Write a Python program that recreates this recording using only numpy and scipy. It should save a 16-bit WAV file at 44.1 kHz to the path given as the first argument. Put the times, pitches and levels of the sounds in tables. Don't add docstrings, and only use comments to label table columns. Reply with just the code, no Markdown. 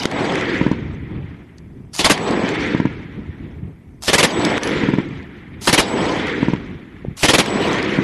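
import sys
import numpy as np
from scipy import signal
from scipy.fft import rfft, irfft, next_fast_len
from scipy.io import wavfile
from scipy.ndimage import uniform_filter1d, minimum_filter1d, map_coordinates

SR = 44100
rng = np.random.default_rng(int(sys.argv[2]) if len(sys.argv) > 2 else 0)


def voltage_ratio(decibels):
    exponent = np.asarray(decibels, float) / 20
    return 10 ** exponent


def inscribe(sig):
    pcm = np.round(np.clip(np.atleast_2d(sig).T, -1, 1) * 32767)
    wavfile.write(sys.argv[1], SR, pcm.astype(np.int16))


N = 354123

# start in seconds, peak in dB, blast length in seconds, bass in dB.
SHOTS = [(1.991, -8, 0.025, 5), (2.044, -2, 0.027, -13), (2.097, -2.5, 0.028, 0), (4.079, -5.5, 0.026, 2),
         (4.131, 0, 0.024, 1), (4.18, -3.5, 0.033, 0), (4.228, -2.5, 0.028, 7), (5.672, -3.5, 0.031, 0),
         (5.727, -1.5, 0.025, 4), (5.778, -2.5, 0.031, 4.5), (7.231, -2, 0.028, 3),
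         (7.283, -2.5, 0.028, 8.5), (7.334, -2, 0.024, 7), (7.382, -3.5, 0.028, 4)]
EARLIER_SHOTS = [-.1442, -.0922, -.0424]
# start in seconds, peak in dB.
BOLT_RUNS = [
    (1.9345, -18.5),
    (4.0242, -18.5),
    (5.6131, -18.5),
    (7.1701, -20),
]
# frequency in Hz, level in dB.
BLAST_COLOUR = [(24, -39), (40, -6.5), (289, -2.5), (1520, -8), (1890, -4.5), (3830, -9), (7050, -15),
                (8160, -17), (10900, -17.5), (12700, -36), (13600, -43.5)]
# frequency in Hz, level in dB.
SCRAPE_COLOUR = [(350, -31.5), (600, -3), (936, -2), (1560, -7), (5180, 1.5), (12000, -8), (13600, -50)]
# extra delay in seconds, level in dB.
BANK_FACES = [
    (0, -2),
    (.0066, -17.5),
    (0.0157, -15.5),
    (0.0223, -26),
]
# start in seconds, peak in dB, pitch in Hz, body in dB.
CLINKS = [(0.034, -20, 5000, -2.5), (0.0546, -13, 4880, -2.5), (0.1136, -21, 4450, 1),
          (0.322, -30, 4470, -13), (0.355, -23, 6160, 6), (0.41, -27, 4640, 5), (0.4924, -40, 4200, -17),
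          (1.5826, -40, 4370, -16), (2.1768, -24, 4600, 6), (2.3089, -23, 4640, -23),
          (2.4891, -25, 6160, -20), (4.3957, -25, 4570, -14.5), (4.45, -13, 5050, -28),
          (4.5034, -36, 4850, -7), (4.5791, -20, 6100, 7), (4.6334, -12.5, 5900, -10),
          (4.674, -19, 5500, -13), (5.0883, -44, 4570, -18), (5.228, -47, 4310, 5), (6.053, -35.5, 4260, 9),
          (6.2702, -29.5, 4270, -5), (7.4599, -19, 2600, -6), (7.503, -31, 4720, -12),
          (7.7303, -24, 6260, 1), (7.7845, -32, 6310, 9), (7.8273, -25, 5260, -5)]
# frequency in Hz, level in dB.
TICK_COLOUR = [(2000, -16.5), (3500, 3.5), (6000, -0.5), (9000, -8), (12000, -16), (14000, -54)]
# start in seconds, level in dB.
RINGING_CASES = [(4.635, -47)]
# frequency in Hz, level in dB, time to fall 60 dB in seconds.
BRASS_MODES = [(10530, 11, 0.23), (10770, 0, 0.51), (6400, 1, .2)]
# start in seconds, level in dB.
RECEIVER_RINGS = [
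    (.09, -48.5),
    (2.17, -43.5),
    (4.29, -37),
    (5.84, -40),
    (7.44, -40.5),
]

# frequency in Hz, level in dB.
BOOM_COLOUR = [(15, -58), (25, -31), (57, -30.5), (81, -15), (193, -2.5), (259, -4.5), (297, 0), (520, -6),
               (680, -50.5), (1140, -120)]
GROWL_COLOUR = [(350, -27), (480, -2), (700, -1), (1000, -3), (1300, -14), (1700, -37)]
ROAR_COLOUR = [(710, -35), (1200, -6), (1330, -3), (1910, 3), (2230, 2), (2830, -9), (3460, -11),
               (4200, -24.5), (5460, -48), (9240, -120)]
HISS_COLOUR = [(1760, -40), (3000, -4), (3450, -7), (4360, -9), (6040, -14.5), (8940, -26.5),
               (13000, -34.5)]
# frequency in Hz, level in dB.
FAR_BOOM_COLOUR = [(15, -58), (25, -33), (57, -24.5), (100, -11.5), (200, -1.5), (300, -3.5), (420, -10.5),
                   (700, -38)]
# start in seconds, peak in dB, pitch in Hz.
THUDS = [(0.551, -23, 252), (1.157, -13.5, 210), (1.191, -36, 133), (1.766, -21.5, 137), (1.865, -27, 144),
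         (2.299, -5, 310), (2.37, -6, 320), (2.434, -7.5, 283), (3.172, -25, 145), (3.285, -16, 136),
         (3.403, -19.5, 229), (3.624, -14, 149), (3.645, -20, 122), (3.668, -22, 133), (4.385, -7, 302),
         (5.935, -7.5, 288), (6.745, -25, 120.5), (7.077, -10.5, 180), (7.105, -18, 165),
         (7.553, -8.5, 335)]
# start in seconds, peak in dB, pitch in Hz.
KNOCKS = [
    (0.0551, -4, 320),
    (7.0492, -14.5, 390),
]
WAKE = {"boom": -24.5, "growl": -21.5, "roar": -34.5, "hiss": -15, "rumble": -34.5}
NEAR = {"boom": (-26, 0.57, -1.5, 0.7237, -44), "growl": (-25.5, 0.8, -27.5, 0.97, -110),
        "roar": (-36.5, 0.33, 5, 0.5072, -39.5), "hiss": (-40.5, 0.39, -6, 0.62, -62),
        "rumble": (-36, 0.66, 2.4, 0.94, -84)}
FAR = {"boom": (-34, -11), "growl": (-49.5, -8.5), "roar": (-32.5, -18), "hiss": (-56, -15.5),
       "rumble": (-42, -4.1)}
# delay in seconds, depth in seconds.
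BELTS = [
    (.27, 0.18),
    (0.599, 0.12),
    (1.28, 0.16),
]
TREES = {"boom": (-24.5, -28.5, -54), "growl": (-29, -40, -64), "roar": (-36, -31, -54.5),
         "hiss": (-41.5, -56.5, -76), "rumble": (-39.5, -43, -48.5)}
# time in seconds, level in dB.
CARRY = [
    (0, -1),
    (2.05, -2.5),
    (4.15, -1.7),
    (5.7, -3.5),
    (7.3, -2.3),
]
# centre in seconds, level in dB, half length in seconds.
SWELLS = [(0.99, -30, 0.16), (1.175, -25.5, 0.044), (1.328, -36, 0.045), (1.423, -42, 0.019),
          (1.763, -37, 0.13), (1.887, -50, .02), (2.99, -45, 0.022), (3.192, -24.5, 0.032),
          (3.298, -29, 0.018), (3.445, -30, 0.058), (3.636, -30.5, 0.064), (3.948, -39, 0.089),
          (5.173, -52, 0.024), (5.38, -50, 0.041), (5.589, -36.5, .07), (6.767, -44, 0.019),
          (6.95, -40, 0.017), (7.08, -33.5, 0.044)]
# frequency in Hz, level in dB.
RUMBLE_COLOUR = [(15, -45), (30, -8.5), (75, 3.5), (110, 1), (160, 0.5), (260, -17), (600, -52)]

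# start in seconds, depth in dB, length in seconds.
DUCKS = [
    (0.059, -8, 0.061),
    (4.58, -9, 0.049),
]
# frequency in Hz, level in dB.
SELF_NOISE = [(2000, -10), (5000, 0), (12500, -2), (13500, -20)]
# frequency in Hz, step against the frame level in dB.
BAND_STEP = [(0, -32.5), (3000, -28.5), (7000, -26), (9000, -23), (12000, -13), (14000, -4.5)]

BANK_DELAY_S = .7561
RECEIVER_HZ = 7833
WAKE_FADE = -220
STUN_DB, RECOVER_S = -5.5, 0.092
SLAP_STUN_DB, SLAP_RECOVER_S = -2, 0.031
SWELL_BOOM_DB, SWELL_GROWL_DB, SWELL_BRIGHTENS = -10.5, -1.1, 2.1
DULL_UNDER_DB, DULL_RANGE_DB = -22, 9.5


def unit(x):
    return x / np.sqrt(np.mean(x ** 2) + 1e-20)


def add(track, s, sound):
    i = round(s * SR)
    track[i:i + len(sound)] += sound[:max(len(track) - i, 0)]


def cut(track, s, length):
    i = round(s * SR)
    return track[i:i + length]


def noise():
    return rng.standard_normal(N)


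def coloured(x, spectrum):
    m = next_fast_len(len(x) + 8192)
    hz, db = np.transpose(spectrum)
    log_f = np.log(np.fft.rfftfreq(m, 1 / SR) + 1)
    gain = voltage_ratio(np.interp(log_f, np.log(hz + 1), db, left=-120, right=-120))
    return unit(irfft(rfft(x, m) * gain, m)[:len(x)])


def wobble(rate):
    knots = rng.standard_normal(int(N * rate / SR) + 4)
    return map_coordinates(knots, [np.arange(N) * rate / SR])


def scattered(rate, spread_db, share):
    hits = (rng.random(N) < rate / SR) * noise() * voltage_ratio(spread_db * rng.exponential(size=N))
    share = np.clip(share, 0, 1)
    return np.sqrt(share) * unit(hits) + np.sqrt(1 - share) * noise()


def patchy(x, depth_db):
    z = signal.stft(x, nperseg=256)[2]
    field = uniform_filter1d(rng.standard_normal(z.shape), size=3, axis=0)
    field = uniform_filter1d(field, size=6, axis=1)
    return unit(signal.istft(z * voltage_ratio(depth_db * unit(field)), nperseg=256)[1][:N])


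def thump(hz, cycles):
    turns = np.arange(SR // 20) / SR * hz
    u = turns / cycles
    return -np.sin(2 * np.pi * turns ** 0.81) * u * np.exp(1 - u ** 1.8)


def gun():
    out, t = np.zeros(N), np.arange(SR // 5) / SR
    gas = patchy(coloured(scattered(1500, 2, .15), BLAST_COLOUR), depth_db=2.2)
    ground = coloured(noise(), ROAR_COLOUR) + 1.4 * coloured(noise(), GROWL_COLOUR)
    low = coloured(noise(), BOOM_COLOUR)
    steel = patchy(coloured(scattered(500, 3, .35), SCRAPE_COLOUR), depth_db=2.5)
    for s, db, hold, bass_db in SHOTS:
        bass = cut(low, s, len(t))
        body = cut(gas, s, len(t)) + voltage_ratio(bass_db - 15.5) * bass
        fall = np.maximum(t - hold + .003, 0)
        collapse = voltage_ratio(-60 * fall / .052)
        tail = voltage_ratio(-15.0 - 60 * fall / .3) * (cut(ground, s, len(t)) + bass + 0.33 * body)
        rise = (1 - np.exp(-t / 0.0011)) * voltage_ratio(db - 7 - 115 * t)
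        add(out, s, rise * (collapse * body + tail))
    run = t[t < .066]
    for s, db in BOLT_RUNS:
        speed_db = 9 * (run / run[-1]) ** 4
        rise = 1 - np.exp(-run / 0.0062)
        add(out, s - .004, rise * voltage_ratio(db - 12.5 + speed_db) * cut(steel, s, len(run)))
    return out


def bank():
    out, t = np.zeros(N), np.arange(SR // 20) / SR
    onset = 1 - np.exp(-t / 0.00061)
    push = thump(262, cycles=.84)
    tones = np.sin(2 * np.pi * 970 * t) + 0.32 * np.sin(2 * np.pi * 1380 * t)
    ripple = voltage_ratio(-11.5 - 60 * t / 0.028) * tones * onset
    dust = noise()
    grit, snap = coloured(dust, ROAR_COLOUR), coloured(dust, TICK_COLOUR)
    for s in EARLIER_SHOTS + [row[0] for row in SHOTS]:
        crack = voltage_ratio(-20.5 - 60 * t / 0.038) * onset * cut(grit, abs(s), len(t))
        edge = voltage_ratio(-31 - 60 * t / .012) * onset * cut(snap, abs(s), len(t))
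        add(out, s + BANK_DELAY_S + .002, edge)
        for lag, db in BANK_FACES:
            add(out, s + BANK_DELAY_S + lag, voltage_ratio(db + rng.normal(0, 1.0)) * (push + ripple + crack))
    return out


def metal():
    out, t = np.zeros(N), np.arange(SR // 2) / SR
    grit, dirt = coloured(noise(), TICK_COLOUR), coloured(noise(), ROAR_COLOUR)
    for s, db, hz, body_db in CLINKS:
        impact = .5 * cut(grit, s / 2, len(t)) + voltage_ratio(body_db) * cut(dirt, s / 2, len(t))
        ping = voltage_ratio(0.5 - 60 * t / 0.0054) * np.sin(2 * np.pi * hz * t)
        tick = ping + voltage_ratio(-60 * t / 0.016) * impact
        add(out, s, (1 - np.exp(-t / 0.00034)) * voltage_ratio(db + 5.0) * tick)
    for s, db in RINGING_CASES:
        for hz, level, t60 in BRASS_MODES:
            add(out, s, voltage_ratio(db + level - 60 * t / t60) * np.sin(2 * np.pi * hz * t))
    flutter = voltage_ratio(1.5 * wobble(30))
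    drift = .9 * wobble(40)
    for s, db in RECEIVER_RINGS:
        rise = 1 - np.exp(-(t / 0.046) ** 2)
        swell = rise * voltage_ratio(db + 5.5 - 60 * t / 1.7 - 12 * (t / 0.34) ** 4)
        tone = np.sin(2 * np.pi * RECEIVER_HZ * t + cut(drift, s / 2, len(t)))
        add(out, s, swell * cut(flutter, s / 2, len(t)) * tone)
    return out


def roll():
    boom_db, growl_db, roar_db, hiss_db = map(echo_db, ["boom", "growl", "roar", "hiss"])
    boom_db = 20 * np.log10(voltage_ratio(boom_db) + voltage_ratio(SWELL_BOOM_DB) * swells(1))
    growl_db = 20 * np.log10(voltage_ratio(growl_db) + voltage_ratio(SWELL_GROWL_DB) * swells(SWELL_BRIGHTENS))
    lumps = wobble(14)
    returns, lows = scattered(700, 2.1, .12), scattered(300, 1.0, .15)
    far = np.clip((DULL_UNDER_DB - boom_db) / DULL_RANGE_DB, 0, 1)
    boom = coloured(lows, BOOM_COLOUR) * (1 - far) + coloured(lows, FAR_BOOM_COLOUR) * far
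    boom *= voltage_ratio(boom_db + 0.4 * lumps + 0.96 * wobble(40))
    growl = patchy(coloured(returns, GROWL_COLOUR), depth_db=1.5)
    growl *= voltage_ratio(growl_db + 0.48 * lumps + 0.6 * wobble(40))
    roar = patchy(coloured(returns, ROAR_COLOUR), depth_db=1.5)
    roar *= voltage_ratio(roar_db + 0.22 * lumps + 1.2 * wobble(60))
    hiss = patchy(coloured(returns, HISS_COLOUR), depth_db=4.0)
    hiss *= voltage_ratio(hiss_db + 1.8 * lumps + 1.6 * wobble(60))
    for s, db, hz in THUDS:
        add(boom, s + .004, voltage_ratio(db - 4) * thump(hz, cycles=1.0))
    for s, db, hz in KNOCKS:
        add(boom, s, voltage_ratio(db) * thump(hz, cycles=0.72))
    return boom + growl + roar + hiss


def rumble():
    level = voltage_ratio(echo_db("rumble")) + swells(1)
    return voltage_ratio(-3.5) * level * coloured(scattered(80, 1.3, .3), RUMBLE_COLOUR)


def echo_db(layer):
    t = np.arange(0, N + 64, 64) / SR
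    shots = np.array(EARLIER_SHOTS + [row[0] for row in SHOTS])[:, None]
    fired, delay = t > shots, np.maximum(t - shots, 0)
    wake = voltage_ratio(WAKE[layer] + WAKE_FADE * delay)
    db, build, slope, last, fall = NEAR[layer]
    near_db = db + slope * np.minimum(delay, last) + fall * np.maximum(delay - last, 0)
    near = (1 - np.exp(-(delay / build) ** 2)) * voltage_ratio(near_db)
    hedge, line, wood = [voltage_ratio(tree_db) * np.exp(-.5 * ((delay - s) / depth) ** 2)
                         for (s, depth), tree_db in zip(BELTS, TREES[layer])]
    far_db, far_slope = FAR[layer]
    carry = voltage_ratio(np.interp(shots, *np.transpose(CARRY)))
    far_power = carry ** 2 * (voltage_ratio(far_db + far_slope * delay) ** 2 + line ** 2 + wood ** 2)
    power = np.sum(fired * (wake ** 2 + near ** 2 + hedge ** 2 + far_power), axis=0)
    stun_db = STUN_DB * np.sum(fired * np.exp(-delay / RECOVER_S), axis=0)
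    since_slap = delay - BANK_DELAY_S
    slap = (since_slap > 0) * np.exp(-np.abs(since_slap) / SLAP_RECOVER_S)
    stun_db = stun_db + SLAP_STUN_DB * np.max(slap, axis=0)
    return np.interp(np.arange(N) / SR, t, 10 * np.log10(power) + stun_db)


def swells(growth):
    t = np.arange(N) / SR
    return sum(voltage_ratio(growth * db) * np.exp(-.5 * ((t - s) / half) ** 2) for s, db, half in SWELLS)


def scene():
    return (gun() + bank() + metal() + roll() + rumble())[None]


def coarse_bands(x):
    f, _, z = signal.stft(x, SR, window="cosine", nperseg=1024)
    size = np.abs(z)
    frame = np.sqrt(np.mean(size ** 2, axis=-2, keepdims=True))
    frame = minimum_filter1d(frame, size=5)
    band = (f // 400).astype(int)
    spare = uniform_filter1d(rng.standard_normal((band.max() + 1, z.shape[-1])), size=5)
    luck = voltage_ratio(4.5 * unit(spare))[band]
    hz, db = np.transpose(BAND_STEP)
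    masked = frame * voltage_ratio(np.interp(f, hz, db))[:, None]
    nearby = voltage_ratio(-4) * uniform_filter1d(size, size=15, axis=-2) * (f > 900)[:, None]
    step = luck * np.maximum(masked, nearby)
    coarse = step * (np.round(z.real / step) + 1j * np.round(z.imag / step))
    return signal.istft(coarse, SR, window="cosine", nperseg=1024)[1][..., :N]


def top_cut(x):
    return signal.sosfilt(signal.butter(12, 13770, fs=SR, output="sos"), x)


def record(dry):
    t = np.arange(N) / SR
    dip_db = sum(db * (t > s) / (1 + np.abs((t - s) / length) ** 4) for s, db, length in DUCKS)
    x = dry * voltage_ratio(uniform_filter1d(dip_db, size=200))
    x = x / (1 + np.abs(x / .68) ** 6) ** (1 / 6)
    loudness = uniform_filter1d(np.abs(x), size=4000)
    hiss = patchy(coloured(noise(), SELF_NOISE), depth_db=3)
    hiss = voltage_ratio(-73) * hiss / (1 + (loudness / .07) ** 2)
    return top_cut(coarse_bands(x) + hiss)


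dry = scene()
out = record(dry)
inscribe(out)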